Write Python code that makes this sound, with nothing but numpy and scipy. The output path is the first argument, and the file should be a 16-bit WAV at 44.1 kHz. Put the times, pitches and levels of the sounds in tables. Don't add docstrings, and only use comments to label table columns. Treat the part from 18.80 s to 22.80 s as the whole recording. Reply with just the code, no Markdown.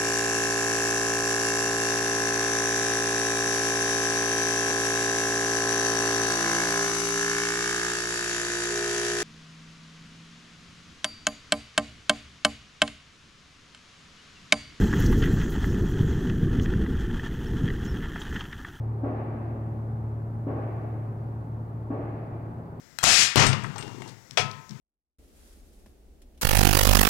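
import sys
import numpy as np
from scipy import signal
from scipy.fft import rfft, irfft, next_fast_len
from scipy.io import wavfile
from scipy.ndimage import map_coordinates

SR = 44100
rng = np.random.default_rng(int(sys.argv[2]) if len(sys.argv) > 2 else 0)


def generate_wav(sig):
    pcm = np.round(np.clip(np.atleast_2d(sig).T, -1, 1) * 32767).astype(np.int16)
    wavfile.write(sys.argv[1], SR, pcm)


N = 176400

# start_s, clank_db, thud_db, slap_db, wash_db
BLOWS = [(.233, 1, -1, -16, 1.5), (1.665, -2, -2.5, -6, 0.1), (3.101, -0.3, -2, -10, -0.4)]
# pitch_hz, level_db, t60_s
PILE_MODES = [(277.6, -20, 0.2), (251, -29, .25), (308.3, -35, 0.26), (436.5, -41, .22), (586, -39.5, .35),
              (616.3, -37.5, .55), (795.2, -39.5, 0.44), (1115, -48, 0.43), (1610, -59, 0.52)]
# delay_s, gain_db, left_lag_s
HOUSE_ECHOES = [(0.0234, -13.5, .0002), (.05, -10, -.0002)]
# delay_s, gain_db, extra_treble_db
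BLOCK_ECHOES = [(0, -2.5, -0.5), (.1, -8.5, 4.5), (.22, -15.5, 6.5), (.38, -15.5, 4)]
# frequency_hz, t60_s
WASH_DECAY = [(250, 2.44), (800, 2.3), (2000, 1.99), (4000, 1.4)]
# frequency_hz, left_minus_right_db
PILE_PAN = [(150, 7), (280, 1.5), (500, -0.2), (2000, 1)]
# time_s, firing_rate_hz, level_db
ENGINE_RUN = [(0, 37.12, -29.5), (.2, 37.12, -31.5), (.55, 37.11, -33), (1.4, 37.26, -31),
              (1.95, 37.19, -33.5), (2.3, 37.13, -33), (3.3, 37.18, -36), (3.6, 37.4, -37.5),
              (4, 37.82, -44)]
# multiple, level_db
LOW_ORDERS = [(2, -15), (3, -0.5), (4, -19)]
UPPER_ORDERS = [(6, -48.5), (9, -54.5), (11, -58.5), (15, -61.5)]
# start_s, level_db
KNOCKS = [(0.203, -41.5), (2.036, -36.5), (3.783, -40.5)]
# time_s, gain_db
UPPER_ORDER_GAIN = [(0, -1), (.6, 4), (1.5, 0.5), (2.1, -1.5), (3.1, -4.5), (4, -6)]
HUM_GAIN = [(0, -55), (.5, -58.5), (3.2, -55), (3.6, -47), (4, -48)]
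RUMBLE_GAIN = [(0, -41.5), (.7, -41.5), (1.3, -40.5), (2, -40.5), (2.6, -42.5), (4, -42.5)]
TRAFFIC_GAIN = [(0, -44.5), (.8, -45), (1.5, -46), (2.7, -46), (4, -46)]
# frequency_hz, relative_density_db
THUD_SPECTRUM = [(100, -34.5), (205, -20), (280, -1.5), (400, 0.5), (800, -8.5), (1200, -17.5), (2000, -32),
                 (3500, -52.5), (8000, -88.5)]
WASH_SPECTRUM = [(100, -19.5), (205, -8.5), (290, 2.5), (480, -6), (620, -3.5), (820, -6), (980, -15),
                 (1130, -9), (1350, -18.5), (1650, -19.5), (2600, -30.5), (3150, -42), (3600, -45),
                 (5000, -54.5), (9000, -80.5)]
RUMBLE_SPECTRUM = [(18, -27), (32, -21), (40, 1), (47, -10), (62, -10), (72, -0.5), (83, -2), (98, -1),
                   (110, 0), (126, 5.5), (160, -2), (190, -7.5), (260, -8.5), (500, -55)]
TRAFFIC_SPECTRUM = [(100, -13.5), (280, 0), (400, -2.5), (520, -7), (800, -7), (1000, -10), (1500, -19),
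                    (2300, -33), (3100, -41), (4000, -45), (5500, -61.5), (9000, -83)]
KNOCK_SPECTRUM = [(150, -25.5), (330, 3.5), (750, 1.5), (1100, -19.5), (3000, -44.5), (8000, -75)]
FLICKER_SPECTRUM = [(3200, -32.5), (4200, -5.5), (4600, 2), (5400, -23.5), (8000, -52.5)]
HISS_SPECTRUM = [(2000, 0), (6500, 0), (9000, -.7), (12500, 0), (15500, -1)]
# frequency_hz, coherence
THUD_COHERENCE = [(280, 1), (500, 0.7), (900, 0.41), (2000, .15)]
WASH_COHERENCE = [(150, 0.91), (280, .93), (480, .68), (800, 0.6), (1000, .25), (1400, 0.25), (1900, 0.15),
                  (2600, 0.32), (3600, 0.13)]
STREET_COHERENCE = [(100, 0.98), (180, 0.96), (320, 0.79), (550, 0.47), (800, 0.59), (1100, .2),
                    (1900, 0.78), (2600, 0.2), (4500, 0.092)]

SIDES = np.array([[.5], [-.5]])


def pile_driver():
    t = np.arange(N) / SR
    slap_delay_s = .094
    period_s = BLOWS[1][0] - BLOWS[0][0]
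    out = wash(BLOWS[0][0] - period_s)
    for start, clank_db, thud_db, slap_db, wash_db in BLOWS:
        age = t - start
        slap = clank(age - slap_delay_s) + thud(age - slap_delay_s)
        direct = amp(clank_db) * clank(age) + amp(thud_db) * thud(age)
        out = out + direct + amp(slap_db) * slap + amp(wash_db) * wash(start)
    return filtered(out, lambda hz: amp(along(PILE_PAN, hz) * SIDES))


def clank(age):
    blur_rad = .25
    ring = 0
    for pitch, db, t60 in PILE_MODES:
        phase = 2 * np.pi * pitch * age + blur_rad * wobble(70)
        ring += amp(db) * struck(age, attack_s=.006, t60_s=t60) * np.sin(phase)
    echoes = lambda hz: sum(amp(db) * np.exp(-2j * np.pi * hz * (delay + lag * SIDES))
                            for delay, db, lag in HOUSE_ECHOES)
    return filtered(ring, lambda hz: 1 + echoes(hz))


def thud(age):
    return amp(-29.5) * struck(age, attack_s=.012, t60_s=.55) * noise(THUD_SPECTRUM, THUD_COHERENCE)


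def wash(start):
    hz, t, spectrogram = signal.stft(noise(WASH_SPECTRUM, WASH_COHERENCE), SR, nperseg=256)
    hz = hz[:, None]
    power = 0
    for delay, db, treble_db in BLOCK_ECHOES:
        tilt_db = along([(600, .0092), (2500, treble_db)], hz)
        swell = struck(t - start - delay, attack_s=.032, t60_s=along(WASH_DECAY, hz))
        power += (amp(db + tilt_db) * swell) ** 2
    return amp(-33.5) * signal.istft(spectrogram * np.sqrt(power), SR)[1][:, :N]


def engine():
    times, firing_hz, level_db = np.transpose(ENGINE_RUN)
    t = np.arange(N) / SR
    firing_phase = 2 * np.pi * np.cumsum(np.interp(t, times, firing_hz)) / SR
    waver_db, drift_rad = .5, .056

    def order(multiple, db):
        gain = amp(db + waver_db * multiple / 3 * wobble(3))
        phase = multiple * (firing_phase + drift_rad * wobble(5))
        return np.sqrt(2) * gain * np.sin(phase + rng.uniform(0, 2 * np.pi))

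    low = sum(order(*row) for row in LOW_ORDERS)
    upper = sum(order(*row) for row in UPPER_ORDERS)
    return amp(np.interp(t, times, level_db)) * low + amp(curve(UPPER_ORDER_GAIN)) * upper


def hum(pitch_hz=165.6, waver_rad=.46):
    phase = 2 * np.pi * pitch_hz * np.arange(N) / SR + waver_rad * wobble(11)
    return np.sqrt(2) * amp(curve(HUM_GAIN)) * np.sin(phase)


def far_traffic():
    rumble = amp(curve(RUMBLE_GAIN) + .88 * wobble(3)) * noise(RUMBLE_SPECTRUM, STREET_COHERENCE)
    rush = amp(curve(TRAFFIC_GAIN) + .2 * wobble(7.2)) * noise(TRAFFIC_SPECTRUM, STREET_COHERENCE)
    return rumble + rush


def far_knocks():
    t = np.arange(N) / SR
    envelope = sum(amp(db) * struck(t - start, attack_s=.0036, t60_s=.16) for start, db in KNOCKS)
    return envelope * noise(KNOCK_SPECTRUM, THUD_COHERENCE)


def treble_flicker():
    return amp(-89.5 + 2.7 * wobble(19)) * noise(FLICKER_SPECTRUM, STREET_COHERENCE)


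def noise(spectrum, coherence):
    angle = lambda hz: np.arccos(np.clip(along(coherence, hz), -1, 1)) / 2
    colour = lambda hz: amp(along(spectrum, hz)) * [np.cos(angle(hz)), np.sin(angle(hz))]
    mid, side = filtered(rng.standard_normal((2, N)), colour)
    left_right = np.array([mid + side, mid - side])
    lead_s = lambda hz: .000414 * (1 + np.tanh((hz - 887) / 70)) / 2
    return unit(filtered(left_right, lambda hz: np.exp(2j * np.pi * hz * lead_s(hz) * SIDES)))


def struck(age, attack_s, t60_s):
    age = np.maximum(age, 0)
    return (1 - np.exp(-age / attack_s)) * np.exp(-np.log(1000) * age / t60_s)


def filtered(x, response):
    size = next_fast_len(N + SR // 2)
    return irfft(rfft(x, size) * response(np.fft.rfftfreq(size, 1 / SR)), size)[..., :N]


def wobble(rate):
    knots = rng.standard_normal(int(N * rate / SR) + 4)
    return map_coordinates(knots, [np.arange(N) * rate / SR])


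def along(points, hz):
    frequencies, values = np.transpose(points)
    return np.interp(np.log(hz + 1), np.log(frequencies + 1), values)


def curve(points):
    return np.interp(np.arange(N) / SR, *np.transpose(points))


def amp(db):
    return 10 ** (np.asarray(db) / 20)


def unit(x):
    return x / np.sqrt(np.mean(x ** 2) + 1e-20)


def scene():
    blows = pile_driver()
    street = engine() + hum() + far_traffic() + far_knocks() + treble_flicker()
    return blows + street * amp(.6 * SIDES)


def record(dry):
    hiss = unit(filtered(rng.standard_normal((2, N)), lambda hz: amp(along(HISS_SPECTRUM, hz))))
    return filtered(dry + amp(-80) * hiss, lambda hz: hz < 15750)


dry = scene()
out = record(dry)
generate_wav(out)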